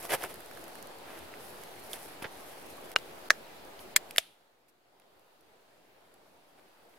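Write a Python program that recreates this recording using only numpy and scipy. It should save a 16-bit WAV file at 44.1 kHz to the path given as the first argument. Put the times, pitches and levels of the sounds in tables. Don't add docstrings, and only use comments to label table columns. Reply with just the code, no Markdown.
import sys
import numpy as np
from scipy import signal
from scipy.fft import rfft, irfft, next_fast_len
from scipy.io import wavfile
from scipy.ndimage import uniform_filter1d

SR = 44100
rng = np.random.default_rng(int(sys.argv[2]) if len(sys.argv) > 2 else 0)


def volts(x):
    e = np.asarray(x, float) / 20
    return 10 ** e


def generate_wav(signal):
    frames = np.transpose(np.atleast_2d(signal))
    scaled = np.clip(frames, -1, 1) * 32767
    pcm = np.round(scaled).astype(np.int16)
    wavfile.write(sys.argv[1], SR, pcm)


N = 307850

# frequency [Hz], density [dB per Hz].
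BRIGHT_SPECTRUM = [(2940, -30), (5000, -4.5), (5960, -8), (6920, -9.5), (11200, 0.5), (15500, -10.5),
                   (16300, -19), (16500, -59.5)]


def evened(x):
    return x / np.sqrt(np.mean(x ** 2) + 1e-20)


def read(points, hz):
    f, value = np.transpose(points)
    return np.interp(np.log(hz + 1), np.log(f + 1), value)


def add(mix, start_s, sound):
    part = mix[:, round(start_s * SR):][:, :sound.shape[1]]
    part += sound[:, :part.shape[1]]


def coloured(x, points):
    size = next_fast_len(x.shape[1])
    gain = volts(read(points, np.fft.rfftfreq(size, 1 / SR)))
    return evened(irfft(rfft(x, size) * gain, size)[:, :x.shape[1]])


def pair(size, same):
    a, b = rng.standard_normal((2, size))
    same = np.clip(same, 0, 1)
    return np.array([a, same * a + np.sqrt(1 - same ** 2) * b])


def drift(size):
    return evened(uniform_filter1d(uniform_filter1d(rng.standard_normal(N), size), size))


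def steep(x, hz, kind):
    return signal.sosfilt(signal.butter(4, hz, kind, fs=SR, output="sos"), x)


def below(x, hz):
    return signal.oaconvolve(x, signal.firwin(255, hz, window=("kaiser", 8), fs=SR)[None], "same")


def recorder_gain():
    # start [s], change [dB], time constant [s].
    ducks = [
        (3.3, -1.5, 0.059),
        (3.97, -1.5, 0.086),
        (4.17, -11, .008),
        (4.19, -10.5, 0.75),
    ]
    rest_db, hold_until_s = 1.18, 4.79
    quick_back_db, quick_back_s, creep_db_per_s = 8, 0.27, 2.1
    t = np.arange(N) / SR
    down_db = sum(db * (1 - np.exp(-np.maximum(t - s, 0) / lag_s)) for s, db, lag_s in ducks)
    free_s = np.maximum(t - hold_until_s, 0)
    back_db = quick_back_db * (1 - np.exp(-free_s / quick_back_s)) + creep_db_per_s * free_s
    return volts(rest_db + down_db + back_db)


def can():
    # frequency [Hz], width [Hz], level [dB].
    lid_shut = [(660, 120, -14), (1306, 124, -3.5), (1500, 120, -0.5), (2000, 350, -14.5),
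                (2420, 180, -5.5), (2850, 47, 8), (3830, 30, -3), (4160, 120, -9), (5170, 180, -9.5),
                (6730, 170, -14), (9500, 810, -32)]
    lid_pried = [(610, 120, -17), (1242, 140, -20.5), (1740, 90.7, 5.5), (2120, 220, -19),
                 (2610, 140, -30.5), (3400, 83, -18), (3980, 1400, -24.5), (5200, 150, -14.5),
                 (6150, 300, -19), (8310, 440, -30), (10216, 500, -30), (11400, 360, -37.5)]
    lid_split = [(1245, 110, -19), (1600, 230, 1), (1830, 67, 6.5), (2170, 98, 3), (3300, 200, -6),
                 (4000, 130, -3.5), (4403, 170, 1.5), (5200, 180, 0), (7170, 1400, 0), (8450, 170, -3),
                 (10060, 250, 0), (11000, 170, -7), (14700, 890, -4)]
    lid_open = [(650, 51, -7), (1730, 340, -9.5), (2200, 200, -12.5), (2622, 82, -7), (2960, 243, -5),
                (3447, 250, 3.5), (4450, 260, -8.5), (5230, 220, -5.5), (8350, 170, -6.5), (9600, 660, -9),
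                (13300, 390, -11)]
    lid_states = [lid_shut, lid_pried, lid_split, lid_open]
    # time [s], ring [dB], crack
    # noise [dB], crack t60 [s].
    blow_states = [
        [(2.957, -61, -38, 0.067), (2.9613, -1.5, -25.5, 0.01), (2.969, -42, -40, 0.027)],
        [(3.3, -71, -40, 0.15), (3.3045, 4.5, -22, 0.029), (3.3051, -30, -15, 0.021), (3.3098, -40, -35, 0.011),
         (3.3135, -21, -35, 0.0092)],
        [(3.9585, -56, -42, 0.018), (3.9609, -7.5, -18.5, 0.013), (3.9627, 1, -9, 0.02),
         (3.9637, -5.5, -17.5, 0.0076), (3.969, -35.5, -28, 0.03)],
        [(4.1785, -63, -43, .03), (4.1807, -25.5, -26, 0.0042), (4.182, 3.5, -17.5, 0.02),
         (4.1834, -28.5, -28, 0.007), (4.1843, -11, -66, 0.0076), (4.19, -56, -40, 0.075)],
    ]
    # frequency [Hz], density [dB per Hz].
    crack_spectra = [
        [(240, -43), (400, 8), (2800, -13.5), (3530, -5), (6800, -28), (7580, -11), (16500, -26)],
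        [(240, -56), (400, -19), (913, -18), (1780, -4.5), (2840, -26.5), (6290, -18), (16500, -46.5)],
        [(240, -58), (400, -43.5), (1780, 2.5), (2840, -7.5), (5220, -3.5), (5820, -17), (7230, -2.5),
         (15000, -12), (16500, -23.5)],
        [(240, -56.5), (430, -32), (650, -6), (1000, -22), (2800, -6.5), (4130, -16), (5800, -10),
         (11500, -12.5), (16500, -29.5)],
    ]
    # contact [s], time until the thumb damps the lid [s], lid springs out +1 or in -1.
    touches = [
        (.00035, .0065, 1),
        (.0005, .0034, 1),
        (.00014, .006, -1),
        (.0002, .0016, -1),
    ]
    out, t = np.zeros((2, N)), np.arange(3000) / SR - .0005
    after = np.maximum(t, 0)
    for modes, blows, spectrum, (contact_s, damped_s, way) in zip(lid_states, blow_states, crack_spectra, touches):
        hz, width_hz, db = np.transpose(modes)[:, :, None]
        detune = 1 + .014 * np.array([-1, 1])[:, None, None] * rng.choice([-1, 1], hz.shape)
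        decay = np.exp(-np.pi * width_hz * .8 * after)
        rings = volts(db) * width_hz * decay * np.cos(2 * np.pi * hz * detune * t)
        rise = np.exp(-(np.minimum(t, 0) / contact_s) ** 2)
        thumb = np.where(hz < 800, 1, .09 + np.exp(-(after / damped_s) ** 4))
        ring = (rings * thumb).sum(axis=1) * rise
        ring = way * ring / abs(ring).max()
        for s, ring_db, crack_db, t60_s in blows:
            crack = coloured(pair(len(t), 0.26), spectrum) * volts(crack_db - 60 * after / t60_s)
            add(out, s, volts(ring_db) * ring + crack * rise)
    return steep(out, 420, "high")


def gas():
    # frequency [Hz], density [dB per Hz].
    sigh_spectrum = [(470, -33.5), (800, -4.5), (1100, -22.5), (1260, -10), (1570, -10.5), (3350, 0.5),
                     (6970, -18.5), (10300, -8.5), (14900, -22), (16500, -33)]
    start_s, level_db, t60_s = 4.186, -48.5, 0.45
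    out, t = np.zeros((2, N)), np.arange(SR // 2) / SR
    add(out, start_s, coloured(pair(len(t), 0.382), sigh_spectrum) * volts(level_db - 60 * t / t60_s))
    return out


def tick_rows():
    # time [s], peak [dB], pitch [Hz], bright share
    # [dB].
    creaks = [
        (2.9685, -45, 9050, 8),
        (2.986, -31, 4470, -13),
        (4.1091, -31.5, 2280, 0),
        (4.161, -24.5, 2000, -4.5),
        (4.1617, -29.5, 3400, -6),
        (4.171, -36, 1800, 7),
        (4.19, -26.5, 2200, -8),
        (6.595, -56, 2000, -8),
    ]
    # time [s], peak [dB], pitch [Hz], bright share [dB].
    twigs = [(0.0943, -30, 2000, -15), (0.108, -21.5, 2800, -16), (0.1369, -16, 1500, -13),
             (0.2382, -20.5, 1380, -8), (0.3045, -38, 1310, -13), (0.3413, -40, 1680, 6.5),
             (0.405, -43, 1500, 5), (0.5122, -35.5, 1500, -5), (0.5728, -29, 1600, -12),
             (0.6406, -37, 4540, -2), (0.7543, -34.5, 1850, -4), (1.339, -33, 1930, -18),
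             (1.932, -21.5, 3320, -4.5), (2.2247, -32, 2340, -4), (2.242, -38, 1100, -32),
             (2.2436, -24, 1900, -36), (2.2467, -26, 1980, -36), (2.253, -27.5, 1900, -26),
             (2.7819, -37.5, 1180, -21), (2.9163, -34.5, 2290, -0.5), (3.792, -35.5, 3360, -17),
             (4.6837, -58, 2510, -7.5), (4.9988, -53, 2250, -0.5), (5.0196, -53.5, 2850, -18),
             (6.1412, -58, 1470, 7.5), (6.9392, -48.5, 2320, -19)]
    # time [s], peak [dB].
    leaf_ticks = [(0.0278, -42), (0.0514, -36.5), (0.2334, -33), (0.3566, -47), (0.5346, -48), (0.55, -53),
                  (0.4604, -49.5), (0.5924, -47), (0.6809, -41.5), (0.826, -42.5), (0.8714, -50),
                  (0.9854, -49), (1.1894, -51), (1.4474, -57), (1.6357, -40), (1.9144, -45), (1.9374, -40),
                  (3.6494, -56), (4.2794, -68), (5.1944, -63), (5.4094, -64), (6.3744, -74)]
    low_hz, high_hz, leaf_bright_db, spread_db = 1200, 3200, 6, 3.5
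    lean_db, scatter_db = -7, 2
    leaves = []
    for s, db in leaf_ticks:
        a, b = rng.random(2)
        leaves.append((s, db, low_hz * (high_hz / low_hz) ** a, leaf_bright_db + spread_db * (2 * b - 1)))
    aside = [(*row, lean_db + scatter_db * rng.uniform(-0.65, 1), 1) for row in twigs + leaves]
    return aside + [(*row, 0, 1.1) for row in creaks]


def ticks():
    knock_cycles = 12
    out, t = np.zeros((2, N)), np.arange(500) / SR
    for s, db, hz, bright_db, pan_db, stretch in tick_rows():
        body = [(hz * .3, -24), (hz * .7, -6), (hz, 0), (hz * 1.5, -7), (hz * 2.4, -20), (SR, -70)]
        age = t / stretch
        knock = np.sin(2 * np.pi * hz * t) * volts(-60 * age * hz / knock_cycles)
        crunch = .45 * coloured(pair(len(t), 1.0), body) * volts(-60 * age / .011)
        snap = coloured(pair(len(t), 0.52), BRIGHT_SPECTRUM) * volts(bright_db - 60 * age / .008)
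        level = volts(db + pan_db * np.array([[.5], [-.5]]))
        onset = 1 - np.exp(-t / .0004)
        add(out, s, level * (knock + crunch + snap) * onset)
    return out


def grains(points, lumpy_db, same):
    lumps = evened(uniform_filter1d(rng.standard_normal(N), size=60))
    return evened(coloured(pair(N, same), points) * volts(lumpy_db * lumps))


def rustle():
    # time [s], effort [dB].
    motion = [(0, 9), (.3, -1), (.8, -1.5), (.98, -22), (1.12, 3), (1.27, -4), (1.5, 4), (1.75, -1),
              (1.9, 6), (2.06, 7.5), (2.2, -7), (2.4, 2.5), (2.9, -2.5), (3.2, -5), (3.55, -9.5), (4.1, -8),
              (4.6, -17.5), (6.98, -6)]
    # time [s], rise [s], fall [s], dull level [dB], bright level [dB].
    scuffs = [(0.052, 0.043, 0.03, -44.5, -45.5), (.099, 0.004, .014, -39, -48),
              (0.11, 0.022, 0.01, -35, -38), (0.136, 0.036, 0.031, -27.5, -33),
              (0.241, 0.07, 0.038, -40, -45.5), (.31, 0.037, 0.022, -49, -52.5),
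              (1.12, 0.16, 0.18, -51, -62), (1.937, 0.0028, 0.054, -46.5, -48),
              (2.224, 0.0053, 0.024, -43.5, -48.5), (2.246, 0.0071, 0.012, -37, -61),
              (2.257, 0.005, 0.019, -42, -71), (3.802, 0.0077, 0.047, -67, -54.5),
              (4.69, 0.0099, 0.019, -78, -65.5), (6.59, 0.022, 0.034, -64, -72)]
    # frequency [Hz], density [dB per Hz].
    dull_spectrum = [(35, -48), (60, -25.5), (210, -20.5), (367, 0), (695, 2), (1170, -6), (1900, -5.5),
                     (3300, -10.5), (4800, -21), (9100, -50), (15400, -120)]
    # frequency [Hz], density [dB per Hz].
    breeze_spectrum = [(12, -30.5), (20, -0.5), (32, -15), (87, -4.5), (156, -23), (366, 1.5), (400, -7),
                       (520, -35), (880, -120)]
    bright_base_db, dull_base_db, breeze_base_db = -61, -59.5, -66
    dull_follows, breeze_follows, wander_db, gust_db = .4, 0.39, -0.5, 5.5
    t, gain = np.arange(N) / SR, recorder_gain()
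    effort_db = np.interp(t, *np.transpose(motion))
    flicker = volts(2.2 * evened(uniform_filter1d(rng.standard_normal(N), size=900)))
    bright = volts(bright_base_db + effort_db) * flicker * gain
    dull = volts(dull_base_db + dull_follows * effort_db + wander_db * drift(size=5000)) * gain
    for at, rise_s, fall_s, dull_db, bright_db in scuffs:
        stroke = np.exp(-np.where(t < at, (t - at) / rise_s, (t - at) / fall_s) ** 2 * 2)
        dull = np.hypot(dull, volts(dull_db) * stroke)
        bright = np.hypot(bright, volts(bright_db) * stroke)
    gusts = volts(breeze_base_db + breeze_follows * effort_db + gust_db * drift(size=4000)) * gain
    breeze = gusts * coloured(pair(N, 0.48), breeze_spectrum)
    return dull * grains(dull_spectrum, 3.2, 0.69) + bright * grains(BRIGHT_SPECTRUM, 2.7, 0.18) + breeze


def bumps():
    # time [s], level [dB], pitch [Hz].
    bump_rows = [
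        (0.141, -55, 170),
        (2.223, -29, 282),
        (2.251, -34.5, 160),
        (2.96, -31, 316),
        (3.306, -33.5, 400),
        (4.18, -48, 71),
    ]
    out, t = np.zeros((2, N)), np.arange(3000) / SR
    for s, db, hz in bump_rows:
        swing = np.sin(2 * np.pi * hz * t) * np.exp(-hz * 2.0 * t)
        add(out, s, volts(db) * swing * volts([[-2.5], [1.5]]))
    return steep(out, 75, "high")


def woods(x):
    t = np.arange(SR // 4) / SR
    tail = rng.standard_normal((2, len(t))) * volts(-60 * t / 0.049) * (t > .003)
    return signal.fftconvolve(x, tail / np.linalg.norm(tail[0]), axes=1)[:, :N]


def hush():
    # frequency [Hz], density [dB per Hz].
    hush_spectrum = [(12, -27.5), (20, 1), (22, -12), (32, -20), (121, -14), (265, -9.5), (372, -6),
                     (690, -5), (839, -6.5), (1050, -11), (2000, -16), (4400, -20), (5700, -26),
                     (8000, -27.5), (14700, -27), (16500, -33)]
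    # frequency [Hz], left-right correlation [-1 to 1].
    likeness = [(60, 0.8), (150, 0.76), (380, 0.55), (950, 0.14), (2380, -0.11), (5980, 0.07),
                (15000, -0.0)]
    level_db, patch_db = -50.5, 1.1
    frames, hz = N // 256 + 5, np.fft.rfftfreq(1024, 1 / SR)
    a, b, c, d, patches = rng.standard_normal((frames, 513, 5)).T
    patches = uniform_filter1d(uniform_filter1d(patches, size=14, axis=0), size=16, axis=1)
    same = np.clip(read(likeness, hz), -1, 1)[:, None]
    left = a + 1j * b
    z = np.array([left, same * left + np.sqrt(1 - same ** 2) * (c + 1j * d)])
    z *= volts(read(hush_spectrum, hz)[:, None] + patch_db * evened(patches))
    wind = signal.istft(z, nperseg=1024, noverlap=768)[1][:, :N]
    return volts(level_db) * evened(wind) * recorder_gain()


def scene():
    near = can()
    quiet = volts(-25) * woods(near) + gas() + ticks() + rustle() + hush() + bumps()
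    return near + below(quiet, 15950)


def low_pass(x):
    return signal.sosfilt(signal.butter(12, 16980, fs=SR, output="sos"), x)


def record(dry):
    # start [s], end [s], lost above [Hz].
    treble_gaps = [
        (2.941, 2.956, 1800),
        (3.29, 3.298, 660),
        (3.944, 3.955, 4800),
        (4.178, 4.176, 1500),
    ]
    offset = -0.0012
    t, out = np.arange(N) / SR, dry.copy()
    for start, end, hz in treble_gaps:
        span = slice(round((start - .01) * SR), round((end + .01) * SR))
        inside = abs(t[span] - (start + end) / 2) < (end - start) / 2
        gap = uniform_filter1d(1. * inside, size=110)
        out[:, span] = gap * below(dry[:, span], hz) + (1 - gap) * dry[:, span]
    overloaded = out / (1 + (out / 1.1) ** 4) ** .25
    return low_pass(below(overloaded, 16750) + offset * recorder_gain())


dry = scene()
out = record(dry)
generate_wav(out)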